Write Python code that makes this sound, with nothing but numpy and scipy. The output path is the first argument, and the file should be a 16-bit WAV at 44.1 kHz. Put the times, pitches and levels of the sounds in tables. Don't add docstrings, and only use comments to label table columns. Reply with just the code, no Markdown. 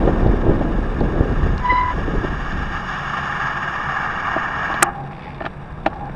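import sys
import numpy as np
from scipy import signal
from scipy.fft import rfft, irfft
from scipy.io import wavfile
from scipy.ndimage import uniform_filter1d

SR = 44100
rng = np.random.default_rng(int(sys.argv[2]) if len(sys.argv) > 2 else 0)


def master_out(mix):
    frames = np.transpose(np.atleast_2d(mix))
    ceiling = np.clip(frames, -1, 1)
    pcm = np.round(ceiling * 32767).astype(np.int16)
    wavfile.write(sys.argv[1], SR, pcm)


N = 271215
TIME = np.arange(N) / SR
BINS_HZ = np.maximum(np.arange(N // 2 + 1) * SR / N, 1)


def from_db(db):
    return 10 ** (np.asarray(db) / 20)


def rms_one(x):
    return x / np.sqrt(np.mean(x ** 2) + 1e-20)


def in_time(rows):
    s, *columns = np.transpose(rows)
    return [np.interp(TIME, s, column) for column in columns]


def step(s, fade_s):
    return .5 + .5 * np.tanh((TIME - s) / (2 * fade_s))


def swell(s, length_s, rise):
    rise = np.clip(rise, .05, .95)
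    spread_s = length_s * np.where(TIME < s, rise, 1 - rise)
    return np.exp(-.5 * ((TIME - s) / spread_s) ** 2)


def colour(x, gain):
    return irfft(rfft(x) * gain, N) / np.sqrt(np.mean(gain ** 2))


def noise(gain, envelope=1):
    return colour(envelope * rng.standard_normal(N), gain)


def slope(points):
    hz, db = np.transpose(points)
    return from_db(np.interp(np.log(BINS_HZ), np.log(hz), db))


def resonances(modes):
    power = 0
    for hz, width_hz, db in modes:
        peak = from_db(db) / (1 + ((BINS_HZ - hz) / width_hz) ** 2) ** 2
        power = power + peak ** 2
    return np.sqrt(power)


def drift(rate):
    return rms_one(noise(1 / (1 + (BINS_HZ / rate) ** 4)))


def strikes(times, db):
    out = np.zeros(N)
    out[np.round(times * SR).astype(int)] = from_db(db)
    return out


def bursts(times, db, decay_s):
    return signal.lfilter([1], [1, -np.exp(-1 / (decay_s * SR))], strikes(times, db) + 1e-18)


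def ring(clicks, hz, t60):
    r = from_db(-60 / (t60 * SR))
    w = 2 * np.pi * hz / SR
    return signal.lfilter([0, np.sin(w)], [1, -2 * r * np.cos(w), r * r], clicks + 1e-18)


# start_s, speed_kmh
SPEED = [(0, 26), (1, 21), (2, 17.7), (3, 14.5), (4, 11), (5, 9.7), (6.15, 9.5)]


def halvings():
    speed, = in_time(SPEED)
    return np.log2(speed[0] / speed)


# time_s, level_db
BRAKING = [(0, -34), (0.6, -37), (1.15, -35.5), (1.65, -31.5), (2.15, -31.5), (2.5, -28.5), (2.68, -30.5),
           (2.75, -26.5), (2.82, -29), (2.92, -25), (3.22, -24), (3.7, -24), (4.42, -22.5), (4.53, -24),
           (4.62, -23), (4.82, -22)]
# time_s, relative_level_db
HISS = [(0, -17), (2, -16), (2.9, -16), (3.5, -19), (4.2, -21.5), (4.4, -22), (4.82, -20.5)]
# pitch_hz, width_hz, relative_level_db
ROTOR = [(700, 89, -7), (814, 126, -0.5), (1139, 252, 1.5), (1224, 140, -0.5), (1399, 240, -3.5),
         (1644.5, 97, 5), (1792, 128, 1.5), (2262, 272, -11), (2816, 190, -13.5)]
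# pitch_hz, width_hz, relative_level_db
PAD = [(2852, 350, 3), (3327, 150, -3), (3557, 220, -2.5), (3960, 140, -9.5), (4710, 240, -7.5),
       (5260, 300, -7.5), (5680, 200, -10.5), (6580, 460, -10.5), (8540, 1300, -30), (10800, 710, -33),
       (12800, 700, -42)]
LET_GO_S, LET_GO_DB_PER_S, HISS_STOP_DB_PER_S = 4.83, 173, 448
DRAG_DB, DRAG_HISS_DB = -46.5, -69.5


def brake_rub(chatter_db, grain_db, drag_flutter_db):
    press_db, = in_time(BRAKING)
    hiss_offset_db, = in_time(HISS)
    free_s = np.maximum(TIME - LET_GO_S, 0)
    grind_level = from_db(press_db - LET_GO_DB_PER_S * free_s)
    hiss_level = from_db(press_db + hiss_offset_db - HISS_STOP_DB_PER_S * free_s)
    grip = rms_one(from_db(chatter_db * drift(28) + grain_db * drift(320)))
    drag = from_db(DRAG_DB + drag_flutter_db * drift(25))
    grind = noise(resonances(ROTOR), grip * np.hypot(grind_level, drag))
    hiss = noise(resonances(PAD), grip * np.hypot(hiss_level, from_db(DRAG_HISS_DB)))
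    return grind + hiss


# time_s, level_db, pitch_hz
SQUEAL = [(1.61, -33, 1000), (1.638, -30, 993), (1.658, -16.5, 990), (1.682, -22, 977), (1.702, -15, 1002),
          (1.735, -16.5, 990), (1.785, -16, 997), (1.84, -21, 992), (1.926, -23, 988)]
OVERTONES_DB = [-25.5, -31, -40]
SQUEAL_FADE_S, OCTAVE_DB = .005, -15.5
PARTNER_S, PARTNER_FADE_S, PARTNER_HZ = 1.765, .01, 1037
PARTNER_DB, PARTNER_OCTAVE_DB = -7.5, -12.5
BITE_S, BITE_END_S, BITE_FADE_S, BITE_DB = 1.698, 1.718, .003, -17


def brake_squeal(jitter, shimmer_db, flicker_db, smear, partner_jitter):
    level_db, hz = in_time(SQUEAL)
    sounding = step(SQUEAL[0][0], SQUEAL_FADE_S) * (1 - step(SQUEAL[-1][0], SQUEAL_FADE_S))
    level = from_db(level_db) * sounding
    strength = level / level.max()
    bite = step(BITE_S, BITE_FADE_S) * (1 - step(BITE_END_S, BITE_FADE_S))
    phase = 2 * np.pi * np.cumsum(hz * (1 + jitter * drift(71))) / SR
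    slip = smear * drift(55)
    octave = level * from_db(OCTAVE_DB + flicker_db * drift(60)) + from_db(BITE_DB) * bite
    tone = level * from_db(shimmer_db * drift(50)) * np.sin(phase)
    tone += octave * np.sin(2 * phase + slip)
    for harmonic, db in enumerate(OVERTONES_DB, start=3):
        overtone_level = level * strength * from_db(db + flicker_db * drift(50))
        tone += overtone_level * np.sin(harmonic * phase + slip + smear * drift(170))
    partner_phase = 2 * np.pi * np.cumsum(PARTNER_HZ * (1 + partner_jitter * drift(25))) / SR
    partner = from_db(PARTNER_DB) * np.sin(partner_phase)
    partner += from_db(PARTNER_OCTAVE_DB) * strength * np.sin(2 * partner_phase + slip)
    tone += level * step(PARTNER_S, PARTNER_FADE_S) * partner
    return np.sqrt(2) * tone


# peak_s, length_s, level_db
SLIPS = [(4.826, 0.0017, -21.5), (4.8304, 0.0022, -2.5)]
SLIP_HZ, SLIP_OCTAVES_PER_S = 8860, 280


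def snap(jitter, rough, rise):
    waver = 1 + jitter * drift(1100)
    rasp = rough * noise(resonances([(8140, 6300, 0)]))
    out = 0
    for s, length_s, db in SLIPS:
        octaves = np.clip(SLIP_OCTAVES_PER_S * (TIME - s), -.15, .6)
        squeak = np.sin(2 * np.pi * np.cumsum(SLIP_HZ * 2 ** octaves * waver) / SR)
        out = out + from_db(db) * swell(s, length_s, rise) * (squeak + rasp)
    return out


# level_db, decay_s
RING_ON = [(-26.5, 0.028), (-32.5, 0.094)]
# pitch_hz, width_hz, relative_level_db
RELEASE_MODES = [(352, 30, -3), (786, 120, -4.5), (1050, 64, -1), (1133, 22, 1.5)]


def brake_release():
    fading = sum(bursts(np.array([LET_GO_S]), db, decay_s) for db, decay_s in RING_ON)
    return fading * noise(resonances(RELEASE_MODES))


# start_s, end_s, first_pitch_hz, last_pitch_hz, level_db, roughness (0-1)
HUMS = [(4.845, 4.903, 803, 797, -24, .4), (4.94, 5.04, 792, 812, -31.3, .5),
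        (5.04, 5.14, 810, 805, -39, .8), (5.165, 5.215, 800, 840, -37.5, .9),
        (5.255, 5.298, 835, 860, -32.5, .4), (5.885, 5.92, 795, 795, -35, .6),
        (5.925, 5.99, 875, 835, -33.5, .8), (6.003, 6.047, 830, 815, -31.5, .45),
        (6.06, 6.08, 810, 805, -27.5, .25)]
# pitch_hz, width_hz, relative_level_db
SCRAPE_MODES = [(700, 40, -8.5), (804, 75, 0.5), (1103, 90, -9.5)]
HUM_FADE_S = .005


def brake_hum(jitter, shimmer_db, rasp):
    waver = 1 + jitter * drift(57.9)
    tone, scrape = 0, 0
    for start_s, end_s, first_hz, last_hz, db, rough in HUMS:
        hz = np.interp(TIME, [start_s, end_s], [first_hz, last_hz])
        phase = 2 * np.pi * np.cumsum(hz * waver) / SR
        touch = from_db(db) * step(start_s, HUM_FADE_S) * (1 - step(end_s, HUM_FADE_S))
        tone = tone + touch * np.sqrt(1 - rough) * np.sin(phase)
        scrape = scrape + touch * np.sqrt(rough)
    shimmer = from_db(shimmer_db * drift(40)) * (1 + rasp * drift(160))
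    return np.sqrt(2) * shimmer * tone + scrape * noise(resonances(SCRAPE_MODES))


# time_s, thump_db, clack_db, crack_db, rebound_gap_s
KNOCKS = [(4.363, -6, -21, -45, 0.0028), (4.699, -15, -28, -42, 0.0051), (4.741, -15.5, -26, -28.5, 0.01),
          (4.8238, -2.5, 2, -17, 0.0021), (4.8263, -5.5, 9, -30.5, 0.0015),
          (5.405, -23, -16.5, -44, 0.0017), (5.41, -14, -31, -54, 0.00277),
          (5.4202, -23, -19, -42, 0.00285), (5.439, -30.5, -24, -42, 0.0028),
          (5.4455, -15, -38, -55, 0.0043), (5.452, -34, -16, -32, 0.00275),
          (5.4617, -14, -9, -31.5, 0.0025), (5.4675, -23, -24, -48, 0.0022),
          (5.625, -31.5, -39, -50, 0.0024), (5.859, -22, -16, -42, 0.00093),
          (5.8615, -1.5, -4, -23, 0.0013), (5.868, -9, -19, -50, 0.0035), (5.877, -14, -35, -48, 0.004),
          (5.931, -30, -24.5, -49.5, .003), (6.095, -25, -24.5, -58, 0.0039)]
# pitch_hz, relative_level_db, t60_s (time to fall 60 dB)
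FRAME = [(199, -19, 0.055), (331, -8, 0.0351), (522, -12.5, .025), (656, -6.5, 0.048), (805, -8, 0.05),
         (915, -4.5, 0.011), (1220, -12, 0.029), (1358, -2, 0.022), (1387, 0, 0.016), (1790, -8, 0.028),
         (2348, -18.5, 0.025), (2710, -14, 0.0089), (2800, -18.5, 0.0096)]
REBOUND_LOSS_DB = 11.5


def knocks(split_hz, crack_s, crack_hz, crack_width_hz, soft_hz):
    blows = []
    for s, *levels_db, gap_s in KNOCKS:
        for k in range(3):
            blows.append((s + k * gap_s, *(np.array(levels_db) - k * REBOUND_LOSS_DB)))
    s, thump_db, clack_db, crack_db = np.transpose(blows)
    chance = rng.standard_normal((len(s), len(FRAME)))
    ringing = np.zeros(N)
    for k, (hz, db, t60) in enumerate(FRAME):
        blow_db = thump_db if hz < split_hz else clack_db
        clicks = strikes(s, blow_db + db + 0.3 * chance[:, k])
        ringing += (-1) ** k * ring(clicks, hz, t60)
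    cushioned = signal.sosfilt(signal.butter(2, soft_hz, fs=SR, output="sos"), ringing)
    crack = noise(resonances([(crack_hz, crack_width_hz, 0)]), bursts(s, crack_db, crack_s))
    return cushioned + crack


# time_s, ticks_per_s
RATCHET = [(5.111, 46), (5.17, 68), (5.205, 73), (5.25, 88), (5.3, 80), (5.34, 68), (5.372, 51), (5.44, 36)]
# pitch_hz, width_hz, relative_level_db
HUB = [(2250, 730, 5.5), (3520, 360, -3.5), (4700, 860, -12.5)]
FREEHUB_DB, TICK_S = -37.3, .005


def freehub(uneven_db):
    rate, = in_time(RATCHET)
    coasting = (TIME >= RATCHET[0][0]) & (TIME < RATCHET[-1][0])
    turn = np.cumsum(rate * coasting) / SR
    since_s = turn % 1 / rate
    envelope = coasting * rate / rate.max() * np.exp(-since_s / TICK_S)
    ticks = noise(resonances(HUB), envelope)
    return from_db(FREEHUB_DB + uneven_db * drift(50)) * ticks


# time_s, level_db
PEBBLES = [(1.0055, -34), (1.5795, -28.5), (2.4482, -41), (2.5235, -39), (3.1821, -36), (4.6831, -39)]
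GRAINS_PER_S = 45
GRAIN_DB, GRAIN_SPREAD_DB = -54, 3


def grit(tick_s, tick_hz, tick_width_hz):
    born = rng.random(N) < GRAINS_PER_S / 2 ** halvings() / SR
    sizes_db = GRAIN_DB + GRAIN_SPREAD_DB * np.minimum(rng.exponential(1, N), 3)
    s, db = np.transpose(PEBBLES)
    ticks = bursts(s, db, tick_s) + bursts(TIME[born], sizes_db[born], tick_s)
    return noise(resonances([(tick_hz, tick_width_hz, 0)]), ticks)


# peak_s, length_s, rumble_db, flutter_db
GUSTS = [(0.064, 0.087, -27, -18.5), (0.283, 0.1, -16.5, -24.5), (0.502, 0.092, -16, -17.5),
         (0.598, 0.28, -30, -26.5), (0.856, 0.17, -24, -38), (1.038, 0.082, -19, -20.5),
         (1.198, 0.13, -29, -21), (1.316, 0.032, -14.5, -23), (1.449, 0.15, -14, -27.5),
         (1.71, 0.072, -24.5, -37), (2.007, 0.13, -20, -26.5), (2.148, 0.082, -21, -26),
         (2.245, 0.036, -29, -27), (2.32, 0.084, -26, -31), (2.548, 0.31, -22.5, -35),
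         (5.95, 0.92, -34, -59.5)]
# time_s, low_thud_db, flap_db
PUFFS = [(0.077, -20, -11), (0.231, -17, -34), (0.264, -9, -15), (0.298, -5, -28), (0.338, -24, -16),
         (0.495, -4, -13), (0.612, -20, -16.5), (0.651, -25, -16.5), (0.747, -22, -23.5),
         (0.787, -16, -20.5), (1.012, -14, -15), (1.207, -6, -22), (1.463, -23, -23), (1.724, -27.5, -21.5),
         (2.083, -33, -20), (2.14, -30, -21.5), (2.178, -7.5, -31), (2.244, -20, -17)]
# pitch_hz, relative_level_db (per Hz)
BUFFET_SPECTRUM = [(10, -22), (22, 0.5), (38, 3.5), (55, -7), (85, -8.5), (130, -14), (200, -15.5),
                   (400, -40.5), (1000, -81), (4000, -130)]
# pitch_hz, relative_level_db (per Hz)
GUST_SPECTRUM = [(50, -14.5), (120, 1), (210, 2), (350, 2), (520, -5), (700, -9.5), (1000, -17),
                 (1600, -26.5), (2400, -45), (3600, -41.5), (5000, -62), (9000, -79), (16000, -100)]
RUMBLE_DB, RUMBLE_PER_HALVING_DB = -17.5, 11
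FLUTTER_DB, FLUTTER_PER_HALVING_DB = -21, 30.5
LEE_S, LEE_FADE_S, LEE_DB = 2.7, 0.35, -18.5
GUST_RISE = 0.45


def wind(lumpy_db, flutter_db, puff_s, puff_rise, thud_hz, thud_t60):
    lee_db, slowed = LEE_DB * step(LEE_S, LEE_FADE_S), halvings()
    push = from_db(RUMBLE_DB - RUMBLE_PER_HALVING_DB * slowed + lee_db)
    flow = from_db(FLUTTER_DB - FLUTTER_PER_HALVING_DB * slowed + lee_db)
    for peak_s, length_s, low_db, high_db in GUSTS:
        gust = swell(peak_s, length_s, GUST_RISE)
        push = np.hypot(push, from_db(low_db) * gust)
        flow = np.hypot(flow, from_db(high_db) * gust)
    eddies = noise(slope(BUFFET_SPECTRUM))
    eddies /= np.sqrt(uniform_filter1d(eddies ** 2, size=2600) + 0.25)
    s, thud_db, _ = np.transpose(PUFFS)
    soft_clicks = uniform_filter1d(strikes(s, thud_db), size=100)
    thuds = ring(soft_clicks, thud_hz, thud_t60)
    rumble = push * from_db(lumpy_db * drift(13)) * eddies + thuds
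    flow = flow * from_db(flutter_db * drift(56))
    flaps = sum(from_db(flap_db) * swell(peak_s, puff_s, puff_rise) for peak_s, _, flap_db in PUFFS)
    flutter = noise(slope(GUST_SPECTRUM))
    flutter /= np.sqrt(uniform_filter1d(flutter ** 2, size=700) + .3)
    return rumble + np.hypot(flow, flaps) * rms_one(flutter)


# time_s, level_db (before rounding)
POPS = [(0.2308, -12), (0.2622, -7), (1.013, -20), (1.2095, -5)]


def wind_pops(edge_s, relax_s):
    out = 0
    for s, db in POPS:
        flip = np.tanh((TIME - s) / edge_s)
        out = out + from_db(db) * flip * np.exp(-np.abs(TIME - s) / relax_s)
    return out


# time_s, level_db
ROLL = [(0, -31), (2.8, -35.5), (4.8, -31.5), (5.1, -36), (5.65, -37), (6.15, -34.5)]
# pitch_hz, relative_level_db (per Hz)
ROAD_SPECTRUM = [(40, 5.5), (150, 0.5), (280, -3.5), (450, -4), (560, -4.5), (640, -4.5), (790, -3),
                 (1000, -5), (1450, -13), (1650, -10.5), (1950, -27.5), (2600, -31), (4200, -49),
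                 (15000, -61.5)]
# pitch_hz, width_hz, relative_level_db
SPRAY = [(2267, 710, 4.5), (2604, 330, -8), (3600, 480, -1.5), (4690, 480, -11), (5560, 540, -14),
         (7390, 1800, -25), (8500, 1700, -21)]
WET_DB, WET_PER_HALVING_DB = -49, 4


def tyres():
    roll_db, = in_time(ROLL)
    wet_db = WET_DB - WET_PER_HALVING_DB * halvings() + 2.0 * drift(90)
    rolling = from_db(roll_db) * noise(slope(ROAD_SPECTRUM))
    return rolling + from_db(wet_db) * noise(resonances(SPRAY))


# time_s, level_db
ENGINE = [(0, -53.5), (2.8, -33), (4.0, -36.5), (6.15, -35.5)]
# pitch_hz, width_hz, relative_level_db
EXHAUST = [(72.4, 21, -5), (110.2, 12, -7.5), (140.3, 14, 5), (179, 38, -3), (208, 120, -10.5),
           (360.3, 25, -9.5)]


def pickup():
    engine_db, = in_time(ENGINE)
    return from_db(engine_db) * noise(resonances(EXHAUST))


def scene():
    brakes = brake_rub(chatter_db=1.29, grain_db=0.82, drag_flutter_db=2.0)
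    brakes += brake_squeal(jitter=0.004, shimmer_db=1.2, flicker_db=3, smear=0.6, partner_jitter=.008)
    brakes += snap(jitter=0.048, rough=0.51, rise=0.68)
    brakes += brake_release()
    brakes += brake_hum(jitter=0.014, shimmer_db=1.2, rasp=.25)
    clicks = knocks(split_hz=1050, crack_s=0.0047, crack_hz=2600, crack_width_hz=1700, soft_hz=3610)
    clicks += freehub(uneven_db=0.5)
    clicks += grit(tick_s=.0015, tick_hz=3500, tick_width_hz=2500)
    air = wind(lumpy_db=1.0, flutter_db=1.77, puff_s=0.01, puff_rise=0.29, thud_hz=50.6, thud_t60=0.069)
    air += wind_pops(edge_s=0.00026, relax_s=0.0028)
    return (brakes + clicks + air + tyres() + pickup())[None]


CUTOFF_HZ = 16500


def record(dry):
    eased = dry * np.sin(np.pi / 2 * np.minimum(TIME / .004, 1)) ** 2
    rounded = eased / (1 + (eased / .9) ** 8) ** (1 / 8)
    return signal.sosfilt(signal.cheby2(14, 70, CUTOFF_HZ, fs=SR, output="sos"), rounded)


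dry = scene()
out = record(dry)
master_out(out)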